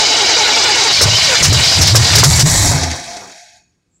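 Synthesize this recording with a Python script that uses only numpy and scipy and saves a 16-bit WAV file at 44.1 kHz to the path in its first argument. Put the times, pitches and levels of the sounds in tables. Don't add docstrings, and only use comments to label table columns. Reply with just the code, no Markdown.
import sys
import numpy as np
from scipy import signal
from scipy.fft import rfft, irfft
from scipy.io import wavfile
from scipy.ndimage import uniform_filter1d, minimum_filter1d

SR = 44100
rng = np.random.default_rng(int(sys.argv[2]) if len(sys.argv) > 2 else 0)


def dump_mix(stems):
    frames = np.atleast_2d(stems).T
    limited = np.clip(frames, -1, 1)
    pcm = np.round(limited * 32767).astype(np.int16)
    wavfile.write(sys.argv[1], SR, pcm)


N = 176400
T = np.arange(N) / SR
FREQS = np.maximum(np.arange(N // 2 + 1) * SR / N, 1)

# time in seconds, firings per second.
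FIRING_RATE = [(0, 39), (.9, 53.4), (1.25, 35.2), (1.8, 50), (2.3, 42), (2.7, 20), (3.0, 14.2)]
# time in seconds, level in dB.
RUSH_LEVEL = [(0, -12.5), (.9, -11.5), (1.35, -10), (1.7, -10.5), (1.9, -14), (1.94, -17.5), (1.97, -18.5),
              (2.03, -11.5), (2.19, -5.5), (2.225, -7.5), (2.29, -29), (2.4, -10.5), (2.5, -29), (2.9, -70),
              (4, -110)]
CLATTER_LEVEL = [(0, -26), (.88, -24), (.95, -27.5), (1.05, -18), (1.2, -25.5), (1.45, -23.5), (2.2, -21.5),
                 (2.85, -28), (3.02, -41.5), (3.2, -40.5), (3.4, -51)]
# frequency in Hz, level in dB.
RUSH_TONE = [(530, -27.5), (900, -8), (1100, -10.5), (1470, -6.5), (2000, -4.5), (2480, -6.5), (2930, -7.5),
             (3500, -1.5), (4820, -3), (6200, -4), (7500, -10), (9400, -25.5), (15500, -45.5)]
CLATTER_TONE = [(40, -18.5), (95, -0.5), (200, -17), (260, -2), (560, 0), (740, 4), (1100, -3),
                (1500, -7.5), (2500, -34)]
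# frequency in Hz, width in Hz, boost in dB.
INTAKE_PEAKS = [(1480, 54, 1.5), (2199, 66, 10), (2356, 70, 6.5), (2750, 55, 7), (2943, 99, 11),
                (3950, 99, 5), (4130, 68, 6), (4800, 270, 7.5), (5310, 84, 5)]

def engine():
    firings = np.cumsum(curve(FIRING_RATE) * (1 + 0.039 * drift(11))) / SR
    cylinder_db = np.array([4, -9, -9.5, -21.5])
    strength = amp(cylinder_db[firings.astype(int) % 4])
    pulses = strength * np.exp(-(firings % 1) / 0.63)
    throb = unit(uniform_filter1d(1 + 0.85 * pulses, size=50))
    rush = flutter(hood_echo(noise(RUSH_TONE, INTAKE_PEAKS)), depth_db=2.5, rate=26)
    clatter = flutter(hood_echo(noise(CLATTER_TONE)), depth_db=0.5, rate=27)
    turning = burst(0, attack=1 / SR, hold=3.33, decay=0.045)
    return throb * (rush * loudness(RUSH_LEVEL) + clatter * loudness(CLATTER_LEVEL) * turning) * falter()

# start in seconds, length in seconds, dip in dB.
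FALTER_DIPS = [(0.92, 0.15, 4.5), (1.363, 0.086, 4), (1.482, 0.052, 7), (1.917, 0.059, 3.5),
               (2.216, 0.036, 13), (2.423, 0.035, 16)]

def falter():
    return amp(-sum(dip * swell(start, length, edge=.015) for start, length, dip in FALTER_DIPS))

# start in seconds, level in dB, starting pitch in Hz.
HONK_NOTES = [(-.03, -23.5, 495), (0.069, -23.5, 492.4), (.17, -21.5, 476), (.262, -22, 499),
              (0.359, -20, 501.3), (.445, -24.5, 502), (0.551, -23, 487), (.648, -19, 497.5),
              (.75, -21, 500), (.835, -24, 486), (1.275, -16, 575)]
# frequency in Hz, width in Hz, level in dB.
THROAT_RINGS = [(860, 72, 3.5), (1436, 120, -1), (2274, 140, 0.5)]

def honks():
    length_s, pitch_sag = .085, 0.22
    base, overtones = np.zeros(N), np.zeros(N)
    wobble = 1 + .03 * drift(150)
    rasp = unit(amp(3 * drift(90)))
    for start, db, first_hz in HONK_NOTES:
        level = amp(db) * swell(start, length_s, edge=.025) * rasp
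        on = level > 0
        phase = phase_of(first_hz * (1 - pitch_sag * (T[on] - start) / length_s) * wobble[on])
        base[on] += level[on] * sum(np.sin(k * phase) / k ** 2 for k in range(1, 7))
        overtones[on] += level[on] * sum(np.sin(k * phase) for k in range(2, 7))
    throat = sum(amp(db) * signal.lfilter(*signal.iirpeak(hz, hz / width, fs=SR), overtones + 1e-18)
                 for hz, width, db in THROAT_RINGS)
    return amp(-3.5) * base + throat

# start in seconds, spit level in dB, spit length in seconds, thud level in dB.
BACKFIRE_POPS = [(1.012, -3, 0.025, -7.5), (1.427, -3, 0.03, -22.5), (1.526, -8, 0.014, -15.5),
                 (1.812, -5, 0.022, -26.5), (1.87, -5.5, 0.011, -35.5), (1.952, 1.5, .015, -6.5),
                 (2.153, 0.5, 0.011, -14), (2.182, -2, 0.011, -16), (2.235, 3, 0.012, -2),
                 (2.393, -2.5, 0.018, -16.5)]
# frequency in Hz, level in dB.
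SPIT_TONE = [(400, -3.5), (1200, -8.5), (3000, -7), (4200, 0.5), (5500, 6.5), (7200, -0.5), (9000, -8.5),
             (12000, -17.5), (15500, -27)]
THUD_TONE = [(60, -21.5), (200, -14), (450, 3.5), (750, -6), (1250, -4), (2000, -8.5), (6000, -50)]

def backfires():
    spits = sum(amp(db) * burst(start, attack=0.0019, hold=length, decay=0.01)
                for start, db, length, _ in BACKFIRE_POPS)
    thuds = sum(amp(db) * burst(start - .004, attack=0.00079, hold=0.0026, decay=0.017)
                for start, _, _, db in BACKFIRE_POPS)
    return spits * hood_echo(noise(SPIT_TONE)) + thuds * noise(THUD_TONE)

# start and length in seconds, level in dB, first and last pitch in Hz.
MISFIRE_BOOMS = [(1.009, 0.17, -19, 94, 112.4), (1.444, 0.14, -11, 69.5, 140.6),
                 (1.548, 0.061, -16, 90.6, 128), (1.766, 0.16, -14.5, 86.2, 109.2),
                 (1.885, 0.097, -7, 89.4, 130.2), (1.953, 0.075, -6, 101.2, 123.6),
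                 (2.125, 0.12, -10, 94.7, 137.5), (2.235, 0.076, -5.5, 106, 167.5),
                 (2.302, 0.14, -13.5, 109, 134), (2.398, 0.077, -9, 84, 170.5),
                 (2.568, 0.092, -12, 99.7, 108), (2.645, 0.13, -19, 66, 151), (2.787, .17, -28, 88.5, 78)]
# time in seconds, level in dB.
RUMBLE_LEVEL = [(0, -47), (.97, -38), (1.03, -17), (1.22, -32.5), (1.29, -25), (1.37, -33), (1.44, -14.5),
                (1.62, -20), (1.72, -26.5), (1.8, -13), (2.02, -14.5), (2.1, -19), (2.2, -9.5),
                (2.7, -18.5), (2.88, -28.5), (3.02, -43.5), (3.5, -92)]
BASS_LEVEL = [(0, -49), (1.3, -62), (1.5, -29), (1.7, -50), (2.2, -34), (2.66, -21.5), (2.8, -47),
              (3.5, -84)]
# frequency in Hz, level in dB.
RUMBLE_TONE = [(22, -19), (45, -21.5), (60, -15.5), (80, 3), (110, -6), (155, -3), (200, -17), (300, -21.5),
               (700, -68)]
BASS_TONE = [(20, -13.5), (60, 0), (85, -13), (200, -39)]

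def exhaust():
    rumble = noise(RUMBLE_TONE) * loudness(RUMBLE_LEVEL)
    bass = noise(BASS_TONE) * loudness(BASS_LEVEL)
    return rumble + bass + glides(MISFIRE_BOOMS, edge=0.0398, wobble=1 + .025 * drift(46))

# start in seconds, length in seconds, level in dB.
INTAKE_SURGES = [(0.918, 0.11, -13), (1.14, 0.15, -15), (1.635, 0.14, -9), (1.826, 0.11, -10.5),
                 (2.006, 0.23, -15.5)]

def surges():
    level = sum(amp(db) * swell(start, length, edge=0.025) for start, length, db in INTAKE_SURGES)
    return hood_echo(resonance(hz=4720, width_hz=1040)) * level

# start in seconds, level in dB, pitch in Hz.
METAL_RINGS = [(.533, -14, 2310), (.637, -18.5, 2340), (.738, -17, 2960), (.968, -13, 2347),
               (1.105, -11.5, 2840), (1.147, -6, 3070), (1.815, -6, 5660), (2.328, -8, 4630)]

def chatter():
    wobble = 1 + .018 * drift(250)
    return sum(amp(db) * burst(start, attack=.008, hold=0.015, decay=0.0057)
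               * np.sin(phase_of(hz * wobble)) for start, db, hz in METAL_RINGS)

# time in seconds, level in dB.
SPRAY_LEVEL = [(0, -65), (.8, -34), (1.4, -21.5), (2.1, -18), (2.33, -9), (2.44, -13), (2.5, -12),
               (2.58, -9.5), (2.7, -16), (2.8, -30), (3.0, -67), (4, -110)]
HISS_LEVEL = [(2.3, -55), (2.6, -23), (2.85, -24.5), (3.0, -32), (3.15, -35), (3.25, -42), (3.38, -43),
              (3.58, -54), (3.66, -72.5), (4, -89)]
# frequency in Hz, level in dB.
SPRAY_TONE = [(530, -35.5), (900, -2), (1450, -16.5), (1910, -2.5), (2890, -20), (3890, -2.5), (5700, -3),
              (6270, -1.5), (7230, 3), (9740, -12.5), (10800, -11.5), (15500, -27)]
HISS_TONE = [(590, -46), (1000, -16.5), (1250, -21.5), (1500, 1.5), (2150, 3), (2900, -8.5), (3900, 1.5),
             (5460, 2.5), (6800, 0.5), (8500, -8), (10500, -14.5), (15500, -37.5)]
# frequency in Hz, width in Hz, boost in dB.
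ESCAPE_PEAKS = [(1570, 110, 3.5), (1876, 150, 1.4), (2203, 48, 7), (2550, 100, 7), (3250, 130, 6),
                (3846, 170, 4.4), (4600, 180, 3), (5620, 100, 7.8), (6000, 70, 6.35)]

def spray_and_hiss():
    spray = hood_echo(noise(SPRAY_TONE, ESCAPE_PEAKS))
    grain = amp(2.5 * drift(320))
    hiss = flutter(noise(HISS_TONE, ESCAPE_PEAKS), depth_db=2.0, rate=41)
    return unit(spray * grain) * loudness(SPRAY_LEVEL) * falter() + hiss * loudness(HISS_LEVEL)

# time in seconds, level in dB.
HOLLOW_LEVEL = [(2.3, -60), (2.6, -34), (2.87, -29), (3.0, -40), (3.15, -36.5), (3.25, -47), (3.37, -45),
                (3.5, -56.5), (3.59, -55.5), (3.66, -78.5), (4, -102)]
THIN_LEVEL = [(2.9, -61), (3.3, -51), (3.58, -58.5), (3.78, -81), (4, -86)]
# frequency in Hz, width in Hz, level in dB.
HOLLOW_RINGS = [(706, 24, -4), (653, 33, -13.5), (842, 23, -10)]
THIN_RINGS = [(1614, 51, -3.5), (2520, 70, 1), (4450, 91, -1.5), (5410, 80, -7.5), (6720, 70, 5.5)]

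def air_notes():
    return blown(HOLLOW_RINGS) * loudness(HOLLOW_LEVEL) + blown(THIN_RINGS) * loudness(THIN_LEVEL)

# time in seconds, pitch in Hz, level in dB.
WHINE_PATH = [(2.45, 345, -63), (2.6, 312, -22), (2.75, 273, -28.5), (2.88, 253, -30), (3.0, 241, -48.5),
              (3.27, 187.6, -50), (3.42, 171.4, -75)]

def whine():
    hz = curve(WHINE_PATH) * (1 + 0.022 * drift(40))
    return np.sin(phase_of(hz)) * amp(curve(WHINE_PATH, column=2))

# start in seconds, level in dB.
PART_TICKS = [(2.832, -15), (2.913, -21.5), (3.104, -34), (3.167, -29), (3.209, -43), (3.294, -41)]
# frequency in Hz, level in dB.
TICK_TONE = [(150, -4), (330, 14), (900, -20), (1900, 7), (3000, -5), (6000, 7.5), (15000, -31)]

def ticks():
    level = sum(amp(db) * burst(start, attack=0.0017, hold=0.0029, decay=0.0096)
                for start, db in PART_TICKS)
    return noise(TICK_TONE) * level

# start and length in seconds, level in dB, first and last pitch in Hz.
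BELT_NOTE = [(3.07, 0.101, -35, 688, 721)]

def belt_squeal():
    return glides(BELT_NOTE, edge=.03, wobble=1 + .01 * drift(60))

# time in seconds, level in dB.
SQUEAK_LEVEL = [(3.87, -100), (3.93, -71), (3.97, -61.5), (4, -78)]

def squeak():
    return resonance(hz=7500, width_hz=260) * loudness(SQUEAK_LEVEL)

# frequency in Hz, level in dB.
OUTDOOR_TONE = [(25, -12.5), (75, 1), (360, -9.5), (600, -21), (9000, -33), (15000, -58.5)]

def outdoors():
    return amp(-68.5) * noise(OUTDOOR_TONE)

def hood_echo(x):
    decay_s = .012
    echoes = rng.standard_normal((2, N)) * np.exp(-np.minimum(T / decay_s, 20))
    first, second = irfft(rfft(x) * rfft(unit(echoes)) / np.sqrt(N), N)
    blend = np.pi / 2 * drift(4)
    return unit(x + .5 * (np.cos(blend) * first + np.sin(blend) * second))

def amp(db):
    return 10 ** (np.asarray(db) / 20)

def unit(x):
    return x / np.sqrt(np.mean(x ** 2) + 1e-20)

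def curve(rows, column=1):
    rows = np.array(rows)
    return np.interp(T, rows[:, 0], rows[:, column])

def loudness(rows):
    return amp(curve(rows))

def drift(rate):
    size = N // 20
    slow = irfft(rfft(rng.standard_normal(size)) / (1 + (FREQS[:size // 2 + 1] / rate) ** 2), size)
    return np.interp(T, np.arange(size) * 20 / SR, unit(slow))

def noise(tone, peaks=()):
    hz, db = np.transpose(tone)
    shape_db = np.interp(np.log(FREQS), np.log(hz), db)
    for centre, width, boost in peaks:
        shape_db += boost / (1 + (2 * (FREQS - centre) / width) ** 2)
    bass_cut = 1 + (hz[0] / FREQS / np.sqrt(2)) ** 4
    return unit(irfft(rfft(rng.standard_normal(N)) * amp(shape_db) / bass_cut, N))

def resonance(hz, width_hz):
    return unit(irfft(rfft(rng.standard_normal(N)) / (1 + ((FREQS - hz) / width_hz) ** 2), N))

def blown(rings):
    return unit(sum(amp(db) * resonance(hz, width) for hz, width, db in rings))

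def flutter(x, depth_db, rate, bands=10):
    spectrum = rfft(x)
    place = np.interp(np.log(FREQS), np.log([300, 14000]), [0, bands - 1])
    parts = (irfft(spectrum * np.maximum(1 - abs(place - k), 0), N) for k in range(bands))
    return unit(sum(part * amp(depth_db * drift(rate)) for part in parts))

def burst(start, attack, hold, decay):
    age = T - start
    return np.clip(age / attack, 0, 1) * np.exp(-np.clip((age - hold) / decay, 0, 20))

def swell(start, length, edge):
    rise = np.clip(np.minimum(T - start, start + length - T) / edge + 0.34, 0, 1)
    return rise * rise * (3 - 2 * rise)

def phase_of(hz):
    return 2 * np.pi * np.cumsum(hz) / SR

def glides(rows, edge, wobble):
    out = np.zeros(N)
    for start, length, db, first_hz, last_hz in rows:
        level = amp(db) * swell(start, length, edge)
        on = level > 0
        hz = np.interp(T[on], [start, start + length], [first_hz, last_hz]) * wobble[on]
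        out[on] += level[on] * np.sqrt(2) * np.sin(phase_of(hz))
    return out

def scene():
    running = engine() + chatter() + surges() + honks()
    misfiring = backfires() + exhaust()
    stalling = spray_and_hiss() + air_notes() + whine() + ticks() + squeak() + belt_squeal()
    return (running + misfiring + stalling + outdoors())[None]

def record(dry):
    threshold, most_db, release_db_per_s, smooth_samples = .7, 7.3, 1997.5, 41
    ceiling, hardness, cutoff_hz = .73, 24, 15830
    x = dry[0] * amp(2.8)
    over_db = np.minimum(20 * np.log10(np.maximum(abs(x) / threshold, 1)), most_db)
    held_db = np.maximum.accumulate(over_db + release_db_per_s * T) - release_db_per_s * T
    limited = x * amp(uniform_filter1d(minimum_filter1d(-held_db, smooth_samples), smooth_samples))
    clipped = limited / (1 + abs(limited / ceiling) ** hardness) ** (1 / hardness)
    treble_cut = signal.firwin(801, cutoff_hz, window="blackman", fs=SR)
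    return signal.fftconvolve(clipped, treble_cut, "same")[None]

dry = scene()
out = record(dry)
dump_mix(out)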